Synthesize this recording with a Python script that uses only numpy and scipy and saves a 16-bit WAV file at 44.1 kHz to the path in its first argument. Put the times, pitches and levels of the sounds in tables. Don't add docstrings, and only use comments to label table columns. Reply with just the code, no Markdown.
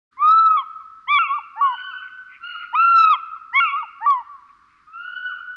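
import sys
import numpy as np
from scipy import signal
from scipy.fft import rfft, irfft, next_fast_len
from scipy.io import wavfile

SR = 44100
rng = np.random.default_rng(int(sys.argv[2]) if len(sys.argv) > 2 else 0)


def generate_wav(signal):
    frames = np.transpose(np.atleast_2d(signal))
    scaled = np.clip(frames, -1, 1) * 32767
    pcm = np.round(scaled).astype(np.int16)
    wavfile.write(sys.argv[1], SR, pcm)


N = 245195


def from_db(db):
    return 10 ** (np.asarray(db) / 20)


def rms_one(x):
    return x / np.sqrt(np.mean(x ** 2) + 1e-20)


def gain_at(spectrum, hz):
    known_hz, db = np.transpose(spectrum)
    return from_db(np.interp(np.log(hz + 1), np.log(known_hz), db))


def colour(x, spectrum):
    size = 2 * next_fast_len(N // 2 + SR // 20)
    gain = gain_at(spectrum, np.fft.rfftfreq(size, 1 / SR))
    return irfft(rfft(x, size) * gain)[..., :N]


def noise(spectrum):
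    return rms_one(colour(rng.standard_normal(N), spectrum))


def drift(rate_hz):
    pole = np.exp(-2 * np.pi * rate_hz / SR)
    white = rng.standard_normal(N + SR // 10)
    return rms_one(signal.lfilter([1], [1, -2 * pole, pole * pole], white)[-N:])


def delayed(x, delay_s):
    return np.concatenate([np.zeros(int(delay_s * SR)), x])[:N]


def ringing_hush(level_db):
    # frequency in Hz, relative density in dB.
    spectrum = [(25, -5), (50, 4), (150, -4.5), (290, -1.5), (400, -9), (540, -27), (800, -28.5),
                (1200, 12), (2500, -13), (4500, -14.5), (7000, -24.5), (10500, -30.5), (12000, -46.5)]
    return from_db(level_db) * noise(spectrum)


def lakeside_ring(x, spectrum, build_s, early_db, low_t60_s=1.65, treble_t60_s=0.69):
    t = np.arange(2 * SR) / SR
    white = rng.standard_normal(len(t))
    low = signal.sosfiltfilt(signal.butter(4, 1900, fs=SR, output="sos"), white)
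    scatter = low * from_db(-60 * t / low_t60_s) + (white - low) * from_db(-60 * t / treble_t60_s)
    scatter *= 1 - np.exp(-t / build_s)
    scatter *= 1 + from_db(early_db) * np.exp(-t / 0.0067)
    scatter /= np.sqrt(np.sum(scatter ** 2))
    return colour(signal.fftconvolve(x, scatter)[:N], spectrum)


def shore_reflections(near, far, rasp):
    # frequency in Hz, gain in dB.
    bank_spectrum = [(1000, -26), (1380, -17), (2250, -20), (2750, -4), (3200, -28)]
    shore_spectrum = [(800, -36), (1150, -26), (1400, -25), (2300, -29), (3000, -37.5), (5000, -43)]
    near_spectrum = [(700, -43.5), (1050, -32.5), (1400, -18.5), (1800, -25.5), (2300, -21), (2800, -7.5),
                     (3500, -32), (6000, -24.5)]
    far_spectrum = [(1100, -18.5), (1500, 2), (3000, 1.5), (4500, -0.5)]
    bank_echo = colour(delayed(near, delay_s=0.048), bank_spectrum)
    shore_echo = colour(delayed(near + far, delay_s=0.23), shore_spectrum)
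    far_echo = from_db(-7) * delayed(far, delay_s=0.073)
    near_ring = lakeside_ring(near, near_spectrum, build_s=.03, early_db=-3.0)
    far_ring = lakeside_ring(far + from_db(-12.5) * rasp, far_spectrum, build_s=.055, early_db=-0.5)
    return bank_echo + shore_echo + far_echo + near_ring + far_ring


def side_reflections(near, far):
    # frequency in Hz, gain in dB.
    spectrum = [(1200, -30.5), (4000, -17)]
    return lakeside_ring(near + 2 * far, spectrum, build_s=.01, early_db=36.5)


def rasping_bird(roughness_db=3.0):
    # centre in seconds, length in seconds, peak level in dB.
    calls = [(1.801, 0.056, -49.5), (2.064, .08, -52.5), (2.338, 0.076, -46.5), (2.541, 0.14, -51),
             (2.639, .07, -44), (4.489, 0.056, -65.5), (4.753, 0.18, -67)]
    # frequency in Hz, relative density in dB.
    spectrum = [(1400, -35), (2050, 10), (2550, 6.5), (3600, -26.5), (6000, -55)]
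    t = np.arange(N) / SR
    swell = sum(from_db(db) * np.exp(-np.square(2 * (t - s) / length_s)) for s, length_s, db in calls)
    return swell * rms_one(noise(spectrum) * from_db(roughness_db * drift(120)))


def progress(start_s, end_s, count=40):
    return np.linspace(start_s, end_s, count), np.linspace(0, 1, count)


def throat_note(s, pitch_hz, level_db, second_db, third_db, throat_hz=3265, width_hz=160, peak_db=11):
    lift_db = peak_db * np.exp(-np.square((3 * pitch_hz - throat_hz) / width_hz))
    return np.transpose(np.broadcast_arrays(s, pitch_hz, level_db, second_db, third_db + lift_db))


def syrinx(notes, flare_db, jitter, flutter_db, swell, break_s, hoarse_db=3):
    # frequency in Hz, base gain in dB.
    overtones = [(4100, -74), (4700, -57), (5300, -66), (6700, -76), (9500, -97)]
    # frequency in Hz, relative density in dB.
    hiss_rumble_spectrum = [(120, -10), (550, -42), (900, -14), (1300, 0), (2200, -4), (4000, -11),
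                            (6500, -18), (11000, -34)]
    voice, noise_envelope = np.zeros(N), np.zeros(N)
    waver = 1 + jitter * (drift(69) + .5 * drift(230))
    gain_db = flutter_db * drift(31) + swell * flare_db
    tremble_db = hoarse_db * np.array([drift(30) + .5 * drift(200) for _ in range(3)])
    for note in notes:
        s, *columns = np.transpose(note)
        at = np.arange(max(int((s[0] - break_s) * SR), 0), min(int((s[-1] + break_s) * SR), N))
        t = at / SR
        pitch_hz, level_db, second_db, third_db = (np.interp(t, s, c) for c in columns)
        phase = 2 * np.pi * np.cumsum(pitch_hz * waver[at]) / SR
        inside_s = np.minimum(t - s[0], s[-1] - t)
        gate = np.sin(np.pi / 2 * np.clip((inside_s + break_s) / (2 * break_s), 0, 1)) ** 2
        amplitude = np.sqrt(2) * gate * from_db(level_db + gain_db[at])
        harsh = 1 + 2 * from_db(second_db)
        second_db += tremble_db[0, at] * np.clip(-second_db / 20, 0, 1)
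        third_db += tremble_db[1, at] * np.clip(-third_db / 20, 0, 1) + 0.52 * flare_db[at]
        lower = sum(from_db(db) * np.sin(k * phase) for k, db in [(1, 0), (2, second_db), (3, third_db)])
        upper = sum(gain_at(overtones, k * pitch_hz) * np.sin(k * phase) for k in range(4, 8))
        upper *= harsh ** 2 * from_db(flare_db[at] + tremble_db[2, at])
        voice[at] += amplitude * (lower + upper)
        noise_envelope[at] += amplitude * harsh
    hiss_rumble = from_db(-61 + .55 * flare_db) * noise_envelope * noise(hiss_rumble_spectrum)
    return voice + hiss_rumble


def answer(start_s, end_s, start_hz, top_hz, end_hz, db, second_db, third_db):
    rise_share, attack_share, fall_s = .6, .24, 0.047
    s, u = progress(start_s, end_s)
    climbed = np.sin(np.pi / 2 * np.minimum(u / rise_share, 1))
    fallen = np.interp(s, [end_s - fall_s, end_s], [0, 1])
    pitch_hz = start_hz + (top_hz - start_hz) * climbed - (top_hz - end_hz) * fallen
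    level_db = db - np.interp(u, [0, attack_share], [16.5, 0]) + fallen
    dull_db = 15 * (1 - climbed + np.sqrt(fallen))
    return throat_note(s, pitch_hz, level_db, second_db - dull_db, third_db - dull_db)


def far_eagle():
    # start and end in seconds, start, top and end pitch in Hz, level in dB,
    # harmonics 2 and 3 in dB re the first.
    answers = [(1.54, 1.94, 1330, 1509, 1228, -39.5, -3.5, -31.5),
               (2.407, 2.567, 1329, 1441, 1233, -35.5, -3.5, -24),
               (4.865, 5.332, 1218, 1480, 1152, -36, -12.5, -38)]
    notes = [answer(*row) for row in answers]
    return syrinx(notes, flare_db=np.zeros(N), jitter=0.006, flutter_db=2.5, swell=0, break_s=.01)


def scoop(start_s, end_s, top_hz, db, second_db, third_db):
    depth, rise_s, hold_s, sag_hz_per_s = .23, .019, .065, 2100
    attack_db, attack_s = 29, .014
    s, _ = progress(start_s, end_s)
    t = s - start_s
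    pitch_hz = top_hz * (1 - depth * np.exp(-t / rise_s)) - sag_hz_per_s * np.maximum(t - hold_s, 0)
    return throat_note(s, pitch_hz, db - attack_db * np.exp(-t / attack_s), second_db, third_db)


def yelp(start_s, end_s, top_hz, end_hz, db, second_db, third_db, hold_share=.36, linger=1.15):
    s, u = progress(start_s, end_s)
    pitch_hz = top_hz + (end_hz - top_hz) * np.sin(np.pi / 2 * u ** linger) ** 2
    faded = np.interp(u, [hold_share, 1], [0, 1])
    return throat_note(s, pitch_hz, db - 16 * faded, second_db + 11 * faded, third_db + 20.5 * faded)


def hiccup(start_s, end_s, base_hz, top_hz, db):
    loudest_at, flip_at, flip_width = 0.29, .68, 0.21
    s, u = progress(start_s, end_s)
    pitch_hz = base_hz + (top_hz - base_hz) * np.exp(-np.square((u - flip_at) / flip_width))
    level_db = db - np.interp(u, [0, loudest_at, 1], [16.5, 0, 8.5])
    second_db = np.interp(u, [0, loudest_at], [-6, -24])
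    third_db = np.interp(u, [0, loudest_at], [-16.5, -43])
    return throat_note(s, pitch_hz, level_db, second_db, third_db)


def drop(start_s, end_s, top_hz, db, second_db, third_db, depth=.21, fade_db=27.5):
    s, u = progress(start_s, end_s)
    spent = u ** 2.1
    return throat_note(s, top_hz * (1 - depth * spent), db - fade_db * spent, second_db, third_db)


def scream(curve, second_start_db, second_mid_db, second_end_db, third_mid_db, third_ends_db):
    known_s, pitch_hz, level_db = np.transpose(curve)
    s, u = progress(known_s[0], known_s[-1], count=200)
    outward = (2 * u - 1) ** 2
    second_ends_db = np.where(u < .5, second_start_db, second_end_db)
    second_db = second_mid_db + (second_ends_db - second_mid_db) * outward
    third_db = third_mid_db + (third_ends_db - third_mid_db) * outward
    pitch_hz, level_db = np.interp(s, known_s, pitch_hz), np.interp(s, known_s, level_db)
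    return throat_note(s, pitch_hz, level_db, second_db, third_db)


def shrill_flares(edge_s=.014, unsteadiness=0.045):
    # centre in seconds, length in seconds, full lift of harmonics 4-7 in dB.
    flares = [(0.285, .014, 18.5), (0.317, 0.019, 22.5), (0.392, 0.015, 21.5), (0.467, 0.017, 19),
              (1.134, 0.035, 4), (3.002, .1, 26), (3.123, 0.039, 14.5), (4.106, 0.006, 26)]
    t = np.arange(N) / SR
    flare_db = sum(db * np.clip((length_s / 2 - abs(t - s)) / edge_s + .7, 0, 1)
                   for s, length_s, db in flares)
    return flare_db * (1 + unsteadiness * drift(40))


def near_eagle():
    # time in seconds, pitch in Hz, level in dB.
    curves = [
        [(0.17, 1000, -47), (0.194, 1099, -31), (0.226, 1194, -15), (0.258, 1234, -11.5), (0.33, 1311, -12.5),
         (0.428, 1320, -13), (0.552, 1261, -16), (0.572, 1212, -17)],
        [(2.752, 1191, -17), (2.776, 1283, -17.5), (2.798, 1314, -12.5), (2.828, 1369, -13.5),
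         (2.912, 1369, -13), (2.96, 1346, -12.5), (3.096, 1270, -14), (3.122, 1235, -13.5),
         (3.142, 1077, -15.5)],
    ]
    tones = [(-9, -42, -32, -38.5, -57), (-10, -24, -18, -39, -33)]
    # start and end in seconds, top pitch in Hz, level in dB, harmonics 2 and 3 in relative dB.
    scoops = [(1.072, 1.186, 1194, -16, -2.5, -18.5), (1.557, 1.609, 942.5, -25.5, -14, -38),
              (2.728, 2.753, 1089, -12, -15, -26), (3.528, 3.602, 1120, -18.5, 4.5, -22),
              (4.004, 4.06, 949.4, -23.5, -10.5, -34)]
    drops = [(0.571, 0.633, 1133, -17, -21, -26.5), (1.384, 1.403, 937, -28, -32.5, -17.5),
             (1.739, 1.76, 958.5, -27.5, -30.5, -23.5), (3.142, 3.166, 1072, -21, -10.5, -23),
             (3.828, 3.857, 942, -28, -30.5, -13.5), (4.202, 4.228, 945, -29.5, -31.5, -40.5)]
    # start and end in seconds, top and end pitch in Hz, level in dB,
    # harmonics 2 and 3 in relative dB.
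    yelps = [(1.188, 1.278, 1383, 1099, -16, -11.5, -59.5), (1.611, 1.749, 1134, 955, -14, -38, -57),
             (3.603, 3.713, 1394, 1106, -16, -9.5, -45.5), (4.062, 4.199, 1159, 964, -13.5, -32.5, -52.5)]
    # start and end in seconds, base and top pitch in Hz, level in dB.
    hiccups = [(1.28, 1.387, 1097, 1204, -18), (3.703, 3.828, 1109, 1285, -20)]
    notes = [scream(curve, *tone) for curve, tone in zip(curves, tones)]
    for shape, rows in [(scoop, scoops), (yelp, yelps), (hiccup, hiccups), (drop, drops)]:
        notes += [shape(*row) for row in rows]
    return syrinx(notes, shrill_flares(), jitter=0.0034, flutter_db=0.5, swell=0.055, break_s=0.003)


def scene():
    near, far, rasp = near_eagle(), far_eagle(), rasping_bird()
    mid = near + far + rasp + shore_reflections(near, far, rasp) + ringing_hush(level_db=-59.5)
    side = ringing_hush(level_db=-73) + side_reflections(near, far)
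    return np.array([mid + side, mid - side])


def record(dry, start_s=0.11, fade_s=0.019, cutoff_hz=13000):
    opened = np.clip((np.arange(N) / SR - start_s) / fade_s, 0, 1)
    return signal.sosfilt(signal.cheby2(12, 70, cutoff_hz, fs=SR, output="sos"), dry * opened)


dry = scene()
out = record(dry)
generate_wav(out)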